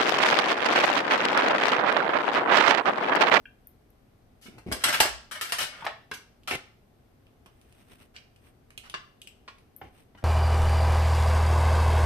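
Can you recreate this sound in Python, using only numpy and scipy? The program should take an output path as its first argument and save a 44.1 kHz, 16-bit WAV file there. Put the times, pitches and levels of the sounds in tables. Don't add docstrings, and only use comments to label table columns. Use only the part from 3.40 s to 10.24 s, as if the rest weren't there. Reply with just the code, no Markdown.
import sys
import numpy as np
from scipy import signal
from scipy.fft import rfft, irfft, next_fast_len
from scipy.io import wavfile
from scipy.ndimage import uniform_filter1d, map_coordinates

SR = 44100
rng = np.random.default_rng(int(sys.argv[2]) if len(sys.argv) > 2 else 0)


def wrap_up_sound(samples):
    columns = np.atleast_2d(samples).T
    tamed = np.clip(columns, -1, 1)
    steps = np.round(tamed * 32767).astype(np.int16)
    wavfile.write(sys.argv[1], SR, steps)


N = 301644
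SIZE = 24576
T, HZ = np.arange(SIZE) / SR, np.fft.rfftfreq(SIZE, 1 / SR)


def amp(db):
    return 10 ** (np.asarray(db) / 20)


def unit_rms(x):
    return x / np.sqrt(np.mean(x ** 2) + 1e-20)


def curve(points, hz):
    points_hz, values = np.transpose(points)
    return np.interp(np.log(hz + 1), np.log(points_hz + 1), values)


def filtered(x, response):
    size = next_fast_len(N + SIZE)
    return irfft(rfft(x, size) * response(np.fft.rfftfreq(size, 1 / SR)), size)[..., :N]


def causal(gain):
    cepstrum = irfft(np.log(np.maximum(gain, 1e-6)))
    cepstrum[1:SIZE // 2] *= 2
    cepstrum[SIZE // 2 + 1:] = 0
    return np.exp(rfft(cepstrum))


def add(track, at_s, sound):
    part = track[:, round(at_s * SR):][:, :SIZE]
    fade = np.clip((T[-1] - T) * 10 - 1, 0, 1)
    part += (sound * fade)[:, :part.shape[1]]


# (frequency [Hz], level [dB])
AIR_SPECTRUM = [(12, -33.5), (20, -3.5), (118, -3), (174, -11.5), (249, -5.5), (270, -9.5), (294, -12),
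                (445, -12), (511, -16.5), (753, -15.5), (940, -24), (1020, -22.5), (9370, -41.5),
                (13800, -38), (15000, -51)]
# (frequency [Hz], correlation [-1..1])
AIR_CORRELATION = [(60, 0.85), (180, 0.95), (540, 0.23), (1630, -0.0014), (4910, 0.05), (14800, -0.03)]

def air(level_db=-62.5, side_db=.6):
    def mid_side(hz):
        angle = np.arccos(np.clip(curve(AIR_CORRELATION, hz), -1, 1)) / 2
        return amp(curve(AIR_SPECTRUM, hz)) * [np.cos(angle), np.sin(angle)]
    mid, side = filtered(rng.standard_normal((2, N)), mid_side)
    return amp(level_db) * unit_rms(np.array([mid + side, mid - side])) * amp([[side_db], [-side_db]])


# (frequency [Hz], t60 [s])
ROOM_DECAY = [(100, 0.17), (500, 0.41), (2000, .41), (6000, 0.43), (13000, 0.23)]

def room(early_t60_s=0.13, onset_s=.0012):
    hz, t, noise = signal.stft(rng.standard_normal((2, SIZE)), SR, nperseg=256)
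    decay = amp(-60 * t / curve(ROOM_DECAY, hz)[:, None]) + amp(-60 * t / early_t60_s)
    tail = signal.istft(noise * decay, SR, nperseg=256)[1][:, :SIZE]
    onset = 1 - np.exp(-(T / onset_s) ** 2)
    return rfft(unit_rms(tail * onset)) / np.sqrt(SIZE)


# (time [s], level [dB], rise [s])
TABLE_JOLTS = [(1.345, -54, .025), (1.602, -40.5, .009), (1.675, -51, 0.038)]

def camera_rumble(level_db=1, centre_hz=58, width_oct=0.19):
    shake = np.zeros((2, N))
    for at_s, db, rise_s in TABLE_JOLTS:
        add(shake, at_s, amp(db) * T / rise_s * np.exp(1 - T / rise_s) * np.ones((2, 1)))
    band = lambda hz: np.exp(-(np.log2((hz + 1) / centre_hz) / width_oct) ** 2 / 2)
    return amp(level_db) * shake * unit_rms(filtered(rng.standard_normal((2, N)), band))


# (centre [s], length [s], level [dB])
PAPER_STROKES = [(4.35, 0.35, -69.5), (4.409, 0.048, -65), (4.524, .06, -58.5), (4.62, 0.075, -59.5),
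                 (5.066, 0.076, -63), (6.587, 0.099, -63.5)]
# (frequency [Hz], level [dB])
RUB_SPECTRUM = [(300, 5), (1000, -2), (2800, 0), (4500, -11.5), (6200, -11.5), (7500, -43), (10000, -47.5)]
HISS_SPECTRUM = [(5000, -40), (7400, -3), (8800, 5), (11000, -5), (14500, -1.5)]

def paper_rub(rub_db=-62, hiss_db=-69, grain_db=2.5, firm_stroke_db=-61.5, hiss_exponent=0.78):
    t = np.arange(N) / SR
    pressure = sum(amp(db - firm_stroke_db) * np.exp(-(2 * (t - at_s) / length_s) ** 2)
                   for at_s, length_s, db in PAPER_STROKES)
    grain = amp(grain_db * unit_rms(uniform_filter1d(rng.standard_normal(N), size=120)))
    def friction(spectrum):
        return unit_rms(filtered(rng.standard_normal((2, N)) * grain, lambda hz: amp(curve(spectrum, hz))))
    rub = amp(rub_db) * pressure * friction(RUB_SPECTRUM)
    hiss = amp(hiss_db) * pressure ** hiss_exponent * friction(HISS_SPECTRUM)
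    return rub + hiss


# (time [s], level [dB], pitch [Hz])
HAND_BUMPS = [(1.057, -36, 213), (1.084, -31, 199), (1.263, -23.5, 194), (1.285, -25, 240),
              (1.314, -26, 205), (1.364, -35, 380), (1.601, -31.5, 59.2)]

def thuds(level_db=-2, t60_s=0.029, upper_db=-7, upper_ratio=1.8):
    out = np.zeros((2, N))
    for at_s, db, hz in HAND_BUMPS:
        phase = 2 * np.pi * hz * T
        swing = np.sin(phase) + amp(upper_db) * np.sin(upper_ratio * phase)
        envelope = amp(db - 60 * T / t60_s) * (1 - np.exp(-T / .002))
        echo = amp(-3) * room()[0] + amp(-3.5) * room()
        add(out, at_s, irfft(rfft(swing * envelope) * (1 + echo)))
    return amp(level_db) * out


def pings(events, modes, level_db, attack_s, room_db):
    out = np.zeros((2, N))
    for at_s, db, pan_db in events:
        ring = sum(amp(mode_db - 60 * T / t60_s) * np.sin(2 * np.pi * (hz * T + rng.random()))
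                   for hz, mode_db, t60_s in modes)
        ring *= 1 - np.exp(-T / attack_s)
        sound = irfft(rfft(ring / abs(ring).max()) * (1 + amp(room_db) * room()))
        add(out, at_s, sound * amp(db + level_db) * amp([[pan_db / 2], [-pan_db / 2]]))
    return out


# (time [s], level [dB], L-R [dB])
CLINK_HITS = [(0.0545, -35.5, 1.5)]
SNAP_HITS = [(0.2714, -38.5, 5.4), (0.5043, -56, 3.0), (6.3641, -38, 9.3)]
TING_HITS = [(2.738, -45, -6)]
# (frequency [Hz], level [dB], t60 [s])
CLINK_PARTIALS = [(1485, -7, 0.026), (1620, 5.5, 0.02), (2400, -4.5, 0.034), (2710, -2, 0.027),
                  (2830, -8, 0.03), (3180, -6, 0.031)]
SNAP_PARTIALS = [(9030, -14.5, 0.0043), (11560, 2, 0.0057), (11600, 0, 0.0033), (13400, -2, 0.0086),
                 (15100, -3, .004)]
TING_PARTIALS = [(5900, -2, 0.15), (6440, -2, 0.11)]

def small_parts():
    clink = pings(CLINK_HITS, CLINK_PARTIALS, level_db=-1.5, attack_s=0.0024, room_db=-4)
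    snaps = pings(SNAP_HITS, SNAP_PARTIALS, level_db=1.5, attack_s=0.00019, room_db=-5)
    ting = pings(TING_HITS, TING_PARTIALS, level_db=-4.5, attack_s=0.0017, room_db=-3)
    return clink + snaps + ting


def roughness(depth_db, step=32):
    jumps = rng.standard_normal(SIZE // step + 2)
    return amp(depth_db * map_coordinates(jumps, [np.arange(SIZE) / step], order=1))


def blow(t60_s, snap, build_s=.0005):
    chatter = roughness(depth_db=3.5) * amp(-60 * T / t60_s) * (1 - np.exp(-T / build_s))
    force = unit_rms(rng.standard_normal((3, SIZE)) * chatter) / np.sqrt(SIZE)
    force[:, 24] += snap
    return force


def scrape(length_s, attack_s=0.0015, release_t60_s=.025):
    stroke = (1 - np.exp(-T / attack_s)) * amp(-60 * np.maximum(T - length_s, 0) / release_t60_s)
    return rng.standard_normal((3, SIZE)) * stroke * roughness(depth_db=5)


def resonances(modes, ring_db):
    return 1 + sum(amp(db + ring_db) * 1j * HZ * width_hz / (hz * hz - HZ * HZ + 1j * HZ * width_hz)
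                   for hz, width_hz, db in modes)


def piece(spectrum, modes, ring_db, scatter):
    shifted = [(hz * np.exp(scatter * rng.standard_normal()), width_hz, db) for hz, width_hz, db in modes]
    return causal(amp(curve(spectrum, HZ))) * resonances(shifted, ring_db)


def reflections(strength=0.5, reach_s=.005, count=5):
    delay_s = reach_s * rng.random((count, 2, 1))
    gain = strength * rng.standard_normal((count, 2, 1))
    taps = np.zeros((2, SIZE))
    np.add.at(taps, (np.arange(2)[:, None], (delay_s * SR).astype(int)), gain)
    return 1 + rfft(taps) * HZ / (HZ + 1800)


# (time [s], treble L-R [dB])
HAND_PATH = [(1.3, 7.5), (1.6, 5), (2.1, 6), (2.5, 3), (3.1, 1.5), (4.0, -2), (5.4, -3.5), (5.8, 1),
             (6.8, 2.5)]

def direction(at_s, bass_share=.15, shadow_hz=8900, ahead_db=3.5, lag_ms_per_db=.04, max_lag_ms=.26):
    pan_db = np.interp(at_s, *np.transpose(HAND_PATH))
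    sides = np.array([[1], [-1]])
    shade = bass_share + (1 - bass_share) * np.minimum(HZ / shadow_hz, 1) ** 2
    lag_ms = np.clip(lag_ms_per_db * (pan_db - ahead_db), -max_lag_ms, max_lag_ms)
    return amp(sides * shade * pan_db / 2), np.exp(1j * np.pi * HZ * sides * lag_ms / 1000)


def band_levels(db, hard_db, thump_db, edge_db, sparkle_db):
    return db + np.array([thump_db, 0, edge_db + hard_db, sparkle_db + 1.3 * hard_db])


# (low [Hz], high [Hz])
CONTACT_BANDS = [(60, 500), (700, 3000), (3500, 7000), (8000, 15000)]

def radiate(at_s, force, body, bands_db, room_db, spread):
    shared, own = rfft(force[0]), rfft(force[1:])
    pan, delay = direction(at_s)
    apart = spread * HZ / (HZ + 700)
    drive = np.sqrt(1 - apart) * shared * delay + np.sqrt(apart) * own
    direct = drive * body * reflections()
    power = np.mean(abs(direct) ** 2, axis=0) * 2 / SIZE
    balance = [(np.sqrt(low * high), db - 10 * np.log10(power[(HZ > low) & (HZ < high)].sum()))
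               for (low, high), db in zip(CONTACT_BANDS, bands_db)]
    echo = room()
    alike = 1 / (1 + (HZ / 700) ** 2)
    echo[1] = np.sqrt(alike) * echo[0] + np.sqrt(1 - alike) * echo[1]
    return irfft(direct * causal(amp(curve(balance, HZ))) * pan * (1 + amp(room_db) * echo))


# (frequency [Hz], level [dB])
DRAG_SPECTRUM = [(35, -35), (60, -1.5), (219, -9), (364, 0.5), (503, -5.5), (798, -1.5), (1130, -9),
                 (2420, -3), (3270, -10), (4110, -13), (7160, -21.5), (11600, -22.5), (14000, -37.5),
                 (15000, -43)]
# (frequency [Hz], width [Hz], level [dB])
DRAG_MODES = [(387, 20, -2.5), (2030, 56, -0.5), (2230, 420, -5), (2680, 31, -4), (2760, 28, -3.5),
              (3770, 41, -7.5)]
# (time [s], length [s], level [dB], thump [dB])
TABLE_DRAGS = [(1.116, 0.08, -66, 17.5), (1.263, 0.048, -53.5, 16.5), (3.108, 0.048, -30.5, -7),
               (6.423, 0.062, -63, 15.5)]

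def drags(level_db=-3):
    out = np.zeros((2, N))
    top = causal(amp(curve(DRAG_SPECTRUM, HZ))) * resonances(DRAG_MODES, ring_db=0.5)
    for at_s, length_s, db, thump_db in TABLE_DRAGS:
        bands_db = band_levels(db, 0, thump_db, edge_db=-10.5, sparkle_db=-17.5)
        sound = radiate(at_s, scrape(length_s), top, bands_db, room_db=-11, spread=.4)
        add(out, at_s, np.sqrt(length_s * SR) * sound)
    return amp(level_db) * out


# (frequency [Hz], level [dB])
TIP_SPECTRUM = [(100, -12), (1000, -17), (1900, -9.5), (2800, 4.5), (4200, -2.5), (7000, -3.5), (12000, 4),
                (15000, -16)]
# (frequency [Hz], width [Hz], level [dB])
TIP_MODES = [(2550, 290, -5), (3100, 450, -3), (5185, 370, -2.5), (9200, 16000, 8)]
# (time [s], level [dB], hardness [dB])
TIP_TICKS = [(2.452, -55, 7.5), (2.7146, -48, 3), (3.034, -63.5, -2), (3.868, -62.5, -9), (4.06, -65.5, 5),
             (4.214, -68.5, 4.5), (4.325, -68, 3), (4.961, -61, -4.5), (5.305, -53.5, -4.5),
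             (5.377, -43.5, 0), (5.498, -44.5, -2), (5.817, -54, 5), (5.873, -50.5, 0.5),
             (6.184, -63.5, -0.5)]

def ticks(level_db=28, t60_s=0.0037):
    out = np.zeros((2, N))
    for at_s, db, hard_db in TIP_TICKS:
        tip = piece(TIP_SPECTRUM, TIP_MODES, ring_db=5, scatter=0.0081)
        bands_db = band_levels(db, hard_db, thump_db=-18, edge_db=-8.5, sparkle_db=-13.5)
        add(out, at_s, radiate(at_s, blow(t60_s, snap=1.71), tip, bands_db, room_db=-2.5, spread=0.14))
    return amp(level_db) * out


# (frequency [Hz], level [dB])
TABLE_SPECTRUM = [(30, -38), (90, -3.5), (250, -1.5), (450, 6.5), (650, 1), (1100, -3.5), (3000, -8),
                  (5000, -15.5), (8000, -29.5), (15000, -59)]
# (frequency [Hz], width [Hz], level [dB])
TABLE_MODES = [(1100, 15, 20), (1190, 41, 15), (1573, 220, 15), (1820, 72, -9), (2260, 47, -33),
               (2750, 55, 4), (2670, 29, -8), (3460, 72, 5), (5000, 200, 1), (6380, 33, -20)]
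# (time [s], level [dB], thump [dB], hardness [dB], pitch [Hz])
TABLE_KNOCKS = [(2.423, -40, -12.5, -20, 847), (2.445, -37, -12, -5.5, 774), (2.465, -25.5, -25, -6, 706),
                (2.7133, -34.5, -7, -1.5, 1480), (3.147, -46, -6, 4, 1214), (4.06, -57.5, 5, 0, 1040),
                (4.763, -47.5, -25.5, 7, 2350), (5.54, -31.5, -18, 1, 1223), (6.078, -42, -21.5, 0.5, 946),
                (6.414, -43, -3.5, -14.5, 838), (6.749, -57.5, 2.5, -4, 780), (6.824, -57, 14.5, -12, 630)]

def knocks(level_db=24, t60_s=0.047, overtone_hz=2270, width_hz=440, pitch_db=6, hollow_db=-8):
    out = np.zeros((2, N))
    table = causal(amp(curve(TABLE_SPECTRUM, HZ))) * resonances(TABLE_MODES, ring_db=-15)
    for at_s, db, thump_db, hard_db, hz in TABLE_KNOCKS:
        thing = resonances([(hz, width_hz, pitch_db), (overtone_hz, 2 * width_hz, 0)], ring_db=0)
        hollow = causal(amp(hollow_db * np.exp(-(2 * np.log2((HZ + 1) / (0.57 * hz))) ** 2)))
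        body = table * thing * hollow
        bands_db = band_levels(db, hard_db, thump_db, edge_db=-9.5, sparkle_db=-27)
        add(out, at_s, radiate(at_s, blow(t60_s, snap=0.26), body, bands_db, room_db=-2.5, spread=0.24))
    return amp(level_db) * out


# (frequency [Hz], level [dB])
PENCIL_SPECTRUM = [(29, -46), (50, -18.5), (399, -18), (643, -9.5), (941, -12), (1280, -5), (1790, -6),
                   (1970, -7), (2170, -7.5), (5380, -10), (6200, -14.5), (11500, -17.5), (15000, -26.5)]
# (frequency [Hz], width [Hz], level [dB])
PENCIL_MODES = [(1350, 29, -9.5), (1830, 72, -4), (2220, 25, 4), (2380, 34, -6.5), (2904, 100, 7.5),
                (3460, 58, -9), (3800, 45, -15), (4130, 64, -22), (4800, 47, -9.5), (5600, 100, -3),
                (6700, 18, -15), (7500, 100, -2.5), (7640, 54, -0.5), (8740, 84, -11), (11700, 210, -7.5),
                (12500, 87, -18)]

def pencil(ring_db):
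    return piece(PENCIL_SPECTRUM, PENCIL_MODES, ring_db, scatter=.03)


# (time [s], length [s], level [dB], hardness [dB])
PENCIL_SLIDES = [(1.013, 0.044, -64, 11.5), (1.057, 0.015, -48.5, 0.5), (1.404, 0.071, -45.5, 0.5),
                 (1.447, 0.057, -25.5, -6.5), (1.536, .015, -25, -1.5), (1.576, 0.092, -33.5, -5),
                 (2.188, 0.046, -31.5, 2), (2.317, 0.11, -46, -10.5), (2.734, 0.0072, -44.5, 8.5),
                 (3.074, 0.0082, -35, 3), (3.087, 0.034, -39, 1.5), (4.74, .021, -54.5, -3),
                 (5.432, 0.042, -52.5, -3.5), (6.772, .016, -53.5, -6.5)]

def slides(level_db=-4):
    out = np.zeros((2, N))
    for at_s, length_s, db, hard_db in PENCIL_SLIDES:
        body = pencil(ring_db=-0.5)
        bands_db = band_levels(db, hard_db, thump_db=-19.5, edge_db=-7, sparkle_db=-13.5)
        sound = radiate(at_s, scrape(length_s), body, bands_db, room_db=0.5, spread=0.69)
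        add(out, at_s, np.sqrt(length_s * SR) * sound)
    return amp(level_db) * out


# (time [s], level [dB], hardness [dB], chatter t60 [s])
PENCIL_CLACKS = [(1.912, -37, -1.5, 0.085), (1.95, -36, -8.5, 0.12), (2.0113, -31.5, 1, 0.065),
                 (2.049, -42, -2, 0.099), (2.088, -39, -1.5, 0.32), (2.1212, -27, -1, 0.043),
                 (2.184, -32.5, 1, 0.044), (3.079, -33.5, -6.5, 0.068)]

def clacks(level_db=25):
    out = np.zeros((2, N))
    for at_s, db, hard_db, t60_s in PENCIL_CLACKS:
        body = pencil(ring_db=-2)
        bands_db = band_levels(db, hard_db, thump_db=-25.5, edge_db=-6, sparkle_db=-8)
        add(out, at_s, radiate(at_s, blow(t60_s, snap=0.045), body, bands_db, room_db=1.5, spread=1))
    return amp(level_db) * out


# (frequency [Hz], level [dB])
BOX_SPECTRUM = [(29, -38.5), (50, -11), (115, -16.5), (150, -27), (236, -8.5), (285, -12), (759, -9),
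                (1380, -6), (2120, -6.5), (3100, -9.5), (8870, -15.5), (12400, -17), (15000, -30)]
# (frequency [Hz], width [Hz], level [dB])
BOX_MODES = [(800, 230, -5.5), (1364, 28, -0.5), (1580, 72, -1.5), (2640, 60, -8), (2740, 110, -4),
             (3080, 120, -7), (3420, 100, -9), (3940, 43, -10), (4980, 140, -7.5), (5360, 140, -10),
             (5640, 40, -5.5), (6400, 33, -11), (6426, 20, -15), (7700, 160, -9), (7690, 80, -6),
             (8250, 52, -13.5), (8150, 190, -10.5), (8060, 250, -10), (9445, 88, -12.5), (9960, 40, -17),
             (11877, 240, -12.5), (11800, 120, -10)]
# (time [s], level [dB], thump [dB], hardness [dB], chatter t60 [s])
BOX_HITS = [(1.182, -52.5, 1.5, -5.5, 0.032), (1.315, -35, 3, -6.5, 0.052), (1.323, -34, -4.5, 4, 0.032),
            (1.438, -23.5, -21.5, 3, .045), (1.486, -32.5, -6, 2.5, 0.046), (1.527, -24.5, -30, -4.5, 0.14),
            (1.602, -21.5, -19.5, 3.5, 0.018), (1.604, -15.5, -21.5, -4, .016), (1.651, -33, -4, -3, 0.039)]

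def clatter(level_db=24):
    out = np.zeros((2, N))
    for at_s, db, thump_db, hard_db, t60_s in BOX_HITS:
        box = piece(BOX_SPECTRUM, BOX_MODES, ring_db=2, scatter=.0043)
        bands_db = band_levels(db, hard_db, thump_db, edge_db=-3.5, sparkle_db=-7.5)
        add(out, at_s, radiate(at_s, blow(t60_s, snap=0.19), box, bands_db, room_db=-0.5, spread=0.51))
    return amp(level_db) * out


def scene():
    contacts = clatter() + clacks() + ticks() + knocks() + slides() + drags()
    return contacts + small_parts() + thuds() + camera_rumble() + paper_rub() + air()


# (frequency [Hz], gain [dB])
MIC_RESPONSE = [(6600, 2.5), (7250, -2), (7900, 4)]

def record(dry, ceiling=0.57, cutoff_hz=14650):
    coloured = filtered(dry, lambda hz: amp(curve(MIC_RESPONSE, hz)))
    rounded = coloured / (1 + (coloured / ceiling) ** 4) ** (1 / 4)
    return filtered(rounded, lambda hz: 1 / np.sqrt(1 + (hz / cutoff_hz) ** 160))


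dry = scene()
out = record(dry)
wrap_up_sound(out)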